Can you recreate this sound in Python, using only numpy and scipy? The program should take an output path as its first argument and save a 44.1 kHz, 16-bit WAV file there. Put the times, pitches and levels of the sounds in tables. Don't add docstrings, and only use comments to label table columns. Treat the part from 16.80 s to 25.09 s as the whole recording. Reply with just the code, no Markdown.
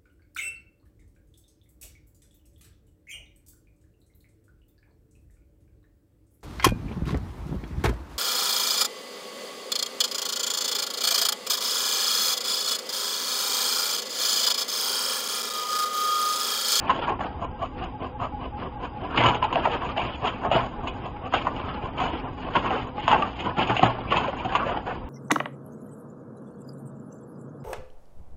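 import sys
import numpy as np
from scipy import signal
from scipy.fft import rfft, irfft, next_fast_len
from scipy.io import wavfile
from scipy.ndimage import uniform_filter1d

SR = 44100
rng = np.random.default_rng(int(sys.argv[2]) if len(sys.argv) > 2 else 0)


def unload_wav(signal):
    wavfile.write(
        sys.argv[1],
        SR,
        np.round(np.clip(np.atleast_2d(signal).T, -1, 1) * 32767).astype(np.int16),
    )


def invert_db(level):
    return 10 ** (np.asarray(level, dtype=float) / 20)


N = 365588

# (frequency [Hz], level per Hz [dB])
AIR = [(12, -37.5), (20, 2), (75, 4.5), (179, -5), (254, -1), (577, -12.5), (838, -10), (926, -5),
       (1730, -24.5), (2840, -24.5), (3800, -23.5), (5000, -51.5), (7800, -45.5)]
# (frequency [Hz], width [Hz], rms level [dB])
FAN = [(60.8, 11, -48), (118.5, 20, -52.5), (257.1, 9.3, -46.5), (506, 21, -52), (759, 16, -53),
       (4830, 300, -70), (7000, 370, -78.5)]
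AIR_DB = -38

# (frequency [Hz], level per Hz [dB])
PAPER = [(110, -1.5), (343, 1.5), (489, -1.5), (700, -0.5), (1000, 1.5), (1500, -8.5), (2100, -11.5),
         (2700, -4.5), (3300, -5), (4200, -21.5), (5500, -27.5), (7800, -34.5)]
# (time of top [s], level [dB], time to fall 20 dB [s], bright part over it [dB])
FLICKS = [(0.0, -29, 0.2, -15), (.102, -24, 0.09, -26), (2.32, -44, -0.5, -23), (2.38, -30, 0.12, 10),
          (2.63, -34, 0.8, -25), (2.861, -18.5, -0.01, -5.5), (3.173, -27, 0.34, -5.5), (4.37, -42, 0, -8),
          (4.54, -21, 0.11, -3), (4.67, -37, 0.7, -19), (5.756, -16.5, 0.09, -7.5), (6.18, -37.5, 1, -1),
          (6.601, -27, 0.04, -1.5), (6.657, -25, 0.12, -25), (6.897, -20.5, 0.17, -6),
          (7.031, -18, 0.15, -12.5), (7.32, -19, 0.24, -8.5), (8.22, -31, -1.1, -27)]
# (time of top [s], level [dB], time to rise 20 dB [s], time to fall 20 dB [s], bright part over it [dB])
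SWEEPS = [(2.463, -18, 0.23, 0.16, -13.5), (2.759, -26.5, 0.15, 0.37, -11.5), (2.938, -24, 0.18, 0.08, -12),
          (3.45, -22, -0.13, 0.11, -6.5), (3.648, -25.5, 0.03, 0.09, -19.5), (3.752, -16.5, 0, 0.09, -6.5),
          (4.252, -37.5, 0.5, -0.14, -12.5), (5.238, -23, -0.01, 0.18, -6), (5.49, -37, 0.5, -0.2, -25),
          (6.328, -15.5, -0.0055, 0.08, -13), (6.447, -24, 0.24, 0.09, -14.5), (7.765, -24, 0.15, 0.3, -13),
          (3.431, -29, -0.23, 0.25, -15.5), (4.799, -33.5, 0.18, 0.62, -10), (7.327, -21, .03, -0.19, 0),
          (5.97, -26.5, 0.21, 0.11, -8.5)]
# (start [s], length [s], level [dB], bright part over it [dB])
DRAGS = [(0.06, 0.047, -29.5, -10), (0.121, 0.18, -26.5, -12.5), (0.394, 0.077, -31.5, -15),
         (0.98, 0.019, -36, -5.5), (1.78, 0.042, -34.5, -9.5), (3.009, 0.12, -33, -9.5),
         (3.925, 0.14, -40, -23), (4.76, 0.3, -40, -6), (5.177, 0.066, -28.5, -8),
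         (5.578, 0.35, -36.5, -11), (5.859, 0.11, -27, -9.5), (6.307, .03, -20, -10.5),
         (6.778, 0.046, -21, -7), (7.156, 0.28, -33.5, -13), (2.378, 0.037, -20.5, -8),
         (2.919, 0.031, -25.5, -5), (3.727, 0.06, -23, -6), (0.278, 0.047, -28.5, -17),
         (0.427, 0.042, -31.5, -11), (4.569, 0.047, -30, -7.5), (7.038, 0.051, -27, -10.5),
         (7.569, 0.055, -30.5, -8), (7.73, 0.026, -38, -16), (7.866, .11, -28, -13.5),
         (8.065, 0.073, -28.5, -14.5)]
FLICK_RISE_S, DRAG_RISE_S, DRAG_FALL_S = 0.022, 0.015, 0.061
DULL_FOLLOWS, DULL_DB = 0.65, -18

# (time [s], peak [dB], ringing [Hz], bright part over it [dB])
TICKS = [(0.095, -5, 1020, -23), (0.102, -4, 1062, -23), (0.19, -18.5, 668, -23), (0.394, -19, 860, -22),
         (0.446, -16, 730, -19), (1.431, -23, 1010, -24.5), (2.375, -10.5, 1050, -11),
         (2.437, -5.5, 990, -7), (2.459, -4.5, 1136, -12), (2.507, -11, 773, -20),
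         (2.626, -7.5, 997, -14.5), (2.727, -13.5, 1040, -8), (2.757, -7.5, 684, -6), (2.79, -22, 716, -23),
         (2.854, -12.5, 1010, -15.5), (2.873, -9, 678, -29), (3.021, -15, 1090, -16), (3.18, -13, 673, -5),
         (3.218, -17, 710, -16.5), (3.423, -22, 972, -10), (3.664, -18, 980, -23), (3.705, -20, 668, -12.5),
         (3.714, -11, 680, -10), (3.744, -10, 775, -15), (4.072, -17.5, 1030, -11),
         (4.525, -17, 1030, -11.5), (4.538, -16, 730, -12), (4.669, -7.5, 1006, -24.5),
         (4.8, -21.5, 1010, -14), (5.218, -14.5, 1000, -12), (5.843, -24, 1190, -15),
         (5.844, -16, 1020, -19), (5.906, -14, 751, -6), (6.279, -4, 1037, -7), (6.314, -4, 1030, -22.5),
         (6.337, -12, 956, -17), (6.343, -11, 860, -22), (6.424, -12, 1123, -2.5), (6.475, -24, 899, -19),
         (6.783, -19, 756, -17), (6.966, -12.5, 760, -3), (6.994, -11, 689, -3), (7.032, 2.5, 795, -22),
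         (7.184, -18, 790, -26), (7.343, -10.5, 1010, -20), (7.751, -8.5, 1026, -13.5),
         (7.825, -14, 1165, -20), (7.866, -11.5, 580, -23), (7.972, -18, 726, -15), (7.985, -25, 745, -18)]
TICK_T60_S, TICK_BRIGHT_DB, TICK_TOP_DB, TICK_DB = 0.019, 4.5, -28, -3.5

# (time [s], peak [dB], ringing [Hz], bright part over it [dB])
SNAPS = [(0.097, -11, 1045, -8), (0.102, -7.5, 1010, -10), (0.232, -26, 880, -10), (0.293, -15.5, 820, -15),
         (0.407, -18.5, 827, -11), (2.402, -12.5, 670, -17), (2.461, -12.5, 1010, 4.5),
         (2.485, -11.5, 1024, 0), (2.626, -13, 1020, -6.5), (2.64, -12, 862, -3.5),
         (2.727, -18.5, 1047, -1), (2.545, -22, 820, 3.5), (2.915, -29.5, 820, 0.5),
         (3.016, -19.5, 1015, -17), (3.455, -20.5, 764, 1.5), (3.759, -8.5, 664, -8.5),
         (4.537, -11, 1580, -6), (4.537, -20.5, 760, -3), (4.652, -27, 1120, -20), (5.179, -25, 1010, -19),
         (5.238, -17.5, 985, -5), (5.752, -10, 1000, -18), (6.279, -9.5, 1010, -5.5),
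         (6.314, -12.5, 980, -1), (6.646, -27, 965, -3.5), (6.809, -17.5, 775, -6),
         (6.872, -27.5, 860, 7.5), (6.966, -23, 775, 11.5), (7.059, -11, 780, -7), (7.751, -9.5, 1114, -3),
         (7.865, -32, 1040, -16)]
# (time [s], peak [dB], ringing [Hz], time to fade 60 dB [s])
TAPS = [(2.377, -18, 1110, .05), (2.452, -10, 1316, 0.064), (2.758, -14, 645, 0.17),
        (2.853, -9.5, 1000, 0.083), (2.871, -17.5, 670, 0.096), (2.94, -19, 1010, 0.1),
        (3.164, -19, 680, 0.22), (3.647, -20.5, 875, 0.077), (4.669, -14, 1070, 0.078),
        (5.843, -13.5, 903, 0.045), (5.858, -16, 1060, .051), (5.908, -13, 794, 0.1),
        (6.18, -19.5, 840, 0.05), (6.326, -6, 820, 0.064), (6.422, -14, 1166, 0.063),
        (7.184, -29, 810, 0.094), (7.319, -10, 1130, 0.16), (7.456, -24, 850, .091),
        (7.479, -18, 540, 0.12), (7.762, -10.5, 1010, 0.034), (7.828, -16, 1160, 0.07),
        (8.069, -27, 810, 0.15)]
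# (time [s], peak [dB], ringing [Hz], bright part over it [dB], thud over it [dB])
THUMPS = [(1.414, -23, 834, -12.5, -1), (2.359, -26.5, 848, 0, 0.5), (2.385, -19.5, 870, -4.5, 9.5),
          (2.437, -10, 1010, -1.5, 2), (2.768, -14, 690, -33, -17), (3.088, -22, 1180, -5.5, -5),
          (3.247, -20.5, 681, -7, 1.5), (3.714, -11, 686, -7, -5.5), (3.744, -12, 754, -6.5, 2),
          (4.073, -25, 1034, 3.5, -6), (4.883, -22, 1096, -22, -3.5), (5.201, -16.5, 737, -7, -5),
          (5.217, -23.5, 777, 0, -21), (5.758, -17, 1026, -10, 1), (6.661, -18, 986, -20.5, 1),
          (6.782, -18.5, 870, -0.5, 4), (6.897, -12.5, 840, -24, 3), (6.992, -19.5, 747, -27, -5.5),
          (7.028, -7.5, 764, -5.5, 4.5), (7.367, -10, 1045, -5, -11.5), (7.528, -21.5, 714, -24, 3.5),
          (7.647, -19, 740, -8, 0.5), (7.721, -21.5, 1110, -4, -14.5)]
SNAP_T60_S, THUMP_T60_S, TAP_BRIGHT_DB, LIGHT_THUD_DB = 0.076, 0.11, -32.5, -20
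TRAY_THUD_HZ, TRAY_THUD_T60_S = 119.2, 0.44
BOOM_DB = -5.5

# (time [s], pitch [Hz], level [dB])
LEAD_IN = [
    (.47, 876, -67),
    (.49, 821, -36),
    (0.533, 844, -41),
    (0.556, 830, -54.5),
]
FIRST_PASS_S, PASS_S, LAST_PASS_S = 0.554, 0.2013, 8.2
# (time from whine centre [s], pitch [Hz], level [dB])
WHINE = [
    (-.06, 790, -77.5),
    (-.045, 805, -49.5),
    (-.032, 822, -42),
    (-.015, 838, -39),
    (0, 842, -36.5),
    (.015, 832, -38),
    (.032, 808, -48),
    (.045, 785, -58),
]
WHINE_OCTAVE_HZ, WHINE_OCTAVE_DB = 1600, -28
# (whine over the usual [dB], feed over the usual [dB])
PASS_LOAD_DB = [(1.5, 1.5), (-4.5, 1), (-4, 0.5), (0, 0.5), (-2.5, 2.5), (-0.5, 0.5), (-0.5, 1), (-2.5, 2),
                (-1.5, 0.5), (-8, -4), (-5, -1), (-7.5, -0.5), (-13.5, 3), (0.5, 1.5), (-7, 5.5), (-4.5, 3),
                (-1.5, 1.5), (-3, -4), (-4, -1), (-1.5, -0.5), (3, 0), (-4, -8), (-1, -1.5), (-2, 0.5),
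                (-3, 0.5), (-3, -1.5), (-5, -3), (-3, -2.5), (0.5, -11.5), (-6, -6.5), (-6, 2.5), (6.5, 0),
                (-11, -7), (-14, -12), (-10, -1), (-8, -7.5), (-9, 4), (-8, 0), (-10, -9)]
# (time from whine centre [s], peak [dB])
JOLTS = [
    (-.02, -35),
    (.06, -28.5),
    (.112, -33),
]
# (time from whine centre [s], level [dB])
FEED = [
    (0.023, -60.5),
    (0.043, -41),
    (0.066, -34.5),
    (0.073, -32),
    (0.097, -33),
    (.115, -40.5),
    (0.129, -51),
    (0.149, -63),
]
# (frequency [Hz], width [Hz], level [dB])
FEED_BODY = [(335, 230, 0.5), (705, 109, 7), (1010, 78, 7), (1130, 130, 0.5), (1470, 130, -8.5),
             (2030, 140, -16.5), (2760, 700, -9), (4600, 340, -33.5), (6700, 180, -25.5)]

ROOM_T60_S, ROOM_DB = 0.22, -19.5
OVERLOAD = 0.8
# (frequency [Hz], level [dB])
MICROPHONE = [(3000, -0.5), (3500, -9), (4200, -10.5), (4900, -4), (5800, -17.5), (6700, 4.5), (7200, 12),
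              (7700, 4.5)]
CUTOFF_HZ = 7800
# (frequency [Hz], level [dB])
KEEP_ABOVE = [(3600, -92.5), (4300, -84.5), (4900, -89.5), (5400, -89.5), (5900, -78.5), (6700, -84.5),
              (7600, -83)]
WAVER_DB = 8
WEAK_LINE_DB = -2.5


def rms_one(x):
    return x / np.sqrt(np.mean(x ** 2) + 1e-20)


def seconds():
    return np.arange(N) / SR


def at_hz(points, hz):
    point_hz, level_db = np.array(points)[:, 0], np.array(points)[:, 1]
    return np.interp(np.log(hz), np.log(point_hz), level_db)


def coloured(x, points):
    size = next_fast_len(N)
    hz = np.arange(1, size // 2 + 2) * SR / size
    return irfft(rfft(x, size) * invert_db(at_hz(points, hz)), size)[:N]


def drift(rate):
    step = 40
    r = np.exp(-2 * np.pi * step * rate / SR)
    noise = rng.standard_normal(N // step + 2002)
    slow = signal.lfilter([1], [1, -2 * r, r * r], noise)[2000:]
    return np.interp(np.arange(N) / step, np.arange(len(slow)), rms_one(slow))


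def resonance(x, hz, width_hz):
    r = np.exp(-np.pi * width_hz / SR)
    top = np.array([1, 0, -1]) * (1 - r * r) / 2
    return signal.lfilter(top, [1, -2 * r * np.cos(2 * np.pi * hz / SR), r * r], x + 1e-18)


def double_resonance(x, hz, width_hz):
    return resonance(resonance(x, hz, width_hz), hz, width_hz)


def band(x, low_hz, high_hz):
    sos = signal.butter(2, [low_hz, high_hz], "band", fs=SR, output="sos")
    return signal.sosfilt(sos, x + 1e-18)


def thirds(low_hz):
    edges = low_hz * 2 ** (np.arange(40) / 3)
    edges = edges[edges < 1.1 * CUTOFF_HZ]
    return zip(edges, edges[1:])


def grains(per_s, spread_db):
    sizes = invert_db(spread_db * np.minimum(rng.exponential(1, N), 4)) * rng.standard_normal(N)
    return rms_one(sizes * (rng.random(N) < per_s / SR))


def room_air():
    air = coloured(rng.standard_normal(N), AIR)
    hums = 0
    for hz, width, db in FAN:
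        hums = hums + invert_db(db) * rms_one(double_resonance(rng.standard_normal(N), hz, width))
    swell_db = 1.5 * drift(6)
    return invert_db(AIR_DB + swell_db) * rms_one(air) + hums


def strokes_db():
    rows = [(s, db, FLICK_RISE_S, 0, fall, bright) for s, db, fall, bright in FLICKS]
    rows += [(s, db, rise, 0, fall, bright) for s, db, rise, fall, bright in SWEEPS]
    rows += [(s, db, DRAG_RISE_S, length, DRAG_FALL_S, bright) for s, length, db, bright in DRAGS]
    s, top_db, rise, hold, fall, bright_db = np.transpose(rows)[:, :, None]
    t = seconds()[::40]
    below_db = 20 * np.maximum(s - t, 0) / np.maximum(rise, 0.005)
    below_db = below_db + 20 * np.maximum(t - s - hold, 0) / np.maximum(fall, 0.005)
    levels = []
    for db in (top_db - below_db, top_db - below_db + bright_db):
        total_db = 10 * np.log10(np.sum(invert_db(2 * db), axis=0) + 1e-9)
        levels.append(np.interp(seconds(), t, total_db))
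    return levels


def paper():
    stroke_db, bright_db = strokes_db()
    dull_db = DULL_FOLLOWS * stroke_db + DULL_DB
    fine_db = 0.65 * bright_db - 26.0
    levels_db = (dull_db, stroke_db - 3.0, bright_db, fine_db)
    clumps = invert_db(2.0 * drift(45))
    sources = [clumps * (grains(3500, 1.4) + rng.standard_normal(N)) for _ in range(3)]
    parts = np.zeros((4, N))
    for k, (low, high) in enumerate(thirds(111.4)):
        hz = np.sqrt(low * high)
        which = np.searchsorted([470, 1700, 3800], hz)
        patchy_db = 3.5 * drift(30)
        parts[which] += invert_db(at_hz(PAPER, hz) + patchy_db) * band(sources[k % 3], low, high)
    return sum(invert_db(db) * rms_one(part) for db, part in zip(levels_db, parts))


def claws():
    out, size = np.zeros(N + SR), SR // 10
    click = np.eye(1, size)[0]
    bright = band(resonance(click, 2750, 270), 1500, 4000)
    top = band(click, 3200, 7600)
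    for s, peak_db, hz, bright_db in TICKS:
        panel = band(resonance(click, hz, 2.2 / TICK_T60_S), hz / 2, 2 * hz)
        parts = (0, panel), (bright_db + TICK_BRIGHT_DB, bright), (bright_db + TICK_TOP_DB, top)
        tick = sum(invert_db(peak_db + TICK_DB + db) * v / np.abs(v).max() for db, v in parts)
        out[round(s * SR):][:size] += tick
    return out[:N]


def tray_thud(pushes):
    r, w = invert_db(-60 / (TRAY_THUD_T60_S * SR)), 2 * np.pi * TRAY_THUD_HZ / SR
    sway = signal.lfilter([0, np.sin(w)], [1, -2 * r * np.cos(w), r * r], pushes + 1e-18)
    return band(sway, 120, 600)


def blows():
    out, pushes, size = np.zeros(N + SR), np.zeros(N), SR // 5
    t = np.arange(size) / SR
    rows = [(s, db, hz, bright, LIGHT_THUD_DB, SNAP_T60_S) for s, db, hz, bright in SNAPS]
    rows += [(s, db, hz, bright, thud, THUMP_T60_S) for s, db, hz, bright, thud in THUMPS]
    rows += [(s, db, hz, TAP_BRIGHT_DB, LIGHT_THUD_DB, t60) for s, db, hz, t60 in TAPS]
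    s, peak_db, hz, bright_db, thud_db, t60 = np.transpose(rows)[:, :, None]
    fade = invert_db(-60 * t / np.clip(t60, 0.02, 0.14)) * np.minimum(t / 0.0008, 1)
    fade = fade * (1 + 0.6 * invert_db(-60 * t / 0.0048))
    rebounds = 1 + 1.5 * (rng.random(fade.shape) < 0.03)
    contact = rng.standard_normal(fade.shape) * rebounds * fade
    ringing = np.array([resonance(c, f, 70) for c, f in zip(contact, hz[:, 0])])
    panel = band(ringing + 0.25 * contact, 480, 1350)
    crack = band(contact, 2200, 3400) + 0.3 * band(contact, 1400, 2200)
    crack = crack + 0.08 * band(contact, 3800, 7600)
    boom = band(contact, 150, 420)
    parts = (0, panel), (bright_db, crack), (thud_db + BOOM_DB, boom)
    hits = sum(invert_db(peak_db + db) * v / np.abs(v).max(axis=1, keepdims=True) for db, v in parts)
    starts = np.round(s[:, 0] * SR).astype(int)
    for at, hit, db in zip(starts, hits, (peak_db + thud_db)[:, 0]):
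        out[at:at + size] += hit
        pushes[at] = invert_db(db - 12.0)
    return out[:N] + tray_thud(pushes)


def lead_in():
    s, hz, level_db = np.transpose(LEAD_IN)
    pitch = np.interp(seconds(), s, hz) * (1 + 0.0068 * drift(40))
    level = invert_db(np.interp(seconds(), s, level_db, left=-99, right=-99) + 3.3 * drift(50))
    return np.sqrt(2) * level * np.sin(2 * np.pi * np.cumsum(pitch) / SR)


def pass_clock(start_s):
    since = seconds() - FIRST_PASS_S - start_s
    number = np.floor(since / PASS_S).astype(int)
    running = (since > 0) & (seconds() < LAST_PASS_S)
    return since - number * PASS_S + start_s, np.maximum(number, 0), running


def carriage():
    s, hz, level_db = np.transpose(WHINE)
    t, number, running = pass_clock(s[0])
    belt_uneven_db = 4.2 * rng.standard_normal(99)[number]
    pitch = np.interp(t, s, hz) * (1 + 0.011 * drift(60))
    load_db = np.array(PASS_LOAD_DB)[number, 0] + 3.0 * drift(36)
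    tone = invert_db(load_db) * np.sin(2 * np.pi * np.cumsum(pitch) / SR)
    belt = rms_one(double_resonance(rng.standard_normal(N), WHINE_OCTAVE_HZ, 70))
    belt = invert_db(WHINE_OCTAVE_DB + belt_uneven_db) * belt
    level = invert_db(np.interp(t, s, level_db, right=-90))
    return np.sqrt(2) * running * level * (tone + belt)


def chassis():
    starts = np.arange(FIRST_PASS_S, LAST_PASS_S, PASS_S)
    pushes = np.zeros(N)
    chance = rng.standard_normal((len(starts), len(JOLTS), 2))
    for k, (s, peak_db) in enumerate(JOLTS):
        at = ((starts + s + 0.0053 * chance[:, k, 0]) * SR).astype(int)
        pushes[at] = invert_db(peak_db + 2.4 * chance[:, k, 1]) * (-1) ** k
    rung = resonance(resonance(pushes, 57, 76), 78, 160)
    return rung * np.abs(pushes).max() / np.abs(rung).max()


def feed_rollers():
    s, level_db = np.transpose(FEED)
    t, number, running = pass_clock(s[0])
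    teeth = [grains(6000, 1.2) * invert_db(2.5 * drift(60)) for _ in range(2)]
    favour_db = 2.3 * rng.standard_normal((99, len(FEED_BODY)))
    shell = 0
    for k, (hz, width, db) in enumerate(FEED_BODY):
        ringing = double_resonance(teeth[k % 2], hz, 1.62 * width)
        shell = shell + ringing * invert_db(db + favour_db[number, k]) * (-1) ** k
    load_db = np.array(PASS_LOAD_DB)[number, 1]
    return running * invert_db(np.interp(t, s, level_db, right=-90) + load_db) * rms_one(shell)


def room(x):
    size = next_fast_len(N + SR)
    turn = -2j * np.pi * np.arange(size // 2 + 1) / size
    echoes = 0
    for k, lag in enumerate(rng.uniform(0.008, 0.03, 8) * SR):
        loop = invert_db(-60 * lag / SR / ROOM_T60_S) * np.exp(turn * lag)
        echoes = echoes + (-1) ** k * loop / (1 - loop)
    return irfft(rfft(x, size) * echoes, size)[:N]


def scene():
    near = paper() + claws() + blows() + lead_in() + carriage() + chassis() + feed_rollers()
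    return (near + invert_db(ROOM_DB) * room(near) + room_air())[None]


def patchy_treble(x):
    hz, t, frames = signal.stft(x, SR, nperseg=1536)
    loud_db = 10 * np.log10(np.mean(np.abs(frames) ** 2, axis=0) + 1e-14) + 60
    edges = np.geomspace(3450, 8000, 14)
    waver_db = uniform_filter1d(rng.standard_normal((len(edges), len(t))), size=4, axis=1)
    waver_db = waver_db + 1.2 * waver_db[-1]
    for k, (low, high) in enumerate(zip(edges, edges[1:])):
        rows = (hz >= low) & (hz < high)
        lines_db = 20 * np.log10(np.abs(frames[rows]) + 1e-9)
        level_db = 10 * np.log10(np.mean(np.abs(frames[rows]) ** 2, axis=0) + 1e-14)
        limit_db = at_hz(KEEP_ABOVE, np.sqrt(low * high)) + 0.24 * loud_db + WAVER_DB * waver_db[k]
        frames[rows] *= (level_db > limit_db) & (lines_db > limit_db - 3.0)
    power = np.abs(frames) ** 2
    nearby = uniform_filter1d(power, size=15, axis=0)
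    frames *= (hz[:, None] < 900) | (power > invert_db(2 * WEAK_LINE_DB) * nearby)
    return signal.istft(frames, SR, nperseg=1536)[1][:N]


def roll_off(x):
    return signal.sosfilt(signal.butter(12, 7840, fs=SR, output="sos"), x)


def record(dry):
    x = coloured(OVERLOAD * np.tanh(dry[0] / OVERLOAD), MICROPHONE)
    top_cut = signal.cheby2(10, 60, 1.04 * CUTOFF_HZ, fs=SR, output="sos")
    mix = patchy_treble(signal.sosfilt(top_cut, x))[None]
    return roll_off(mix)


dry = scene()
out = record(dry)
unload_wav(out)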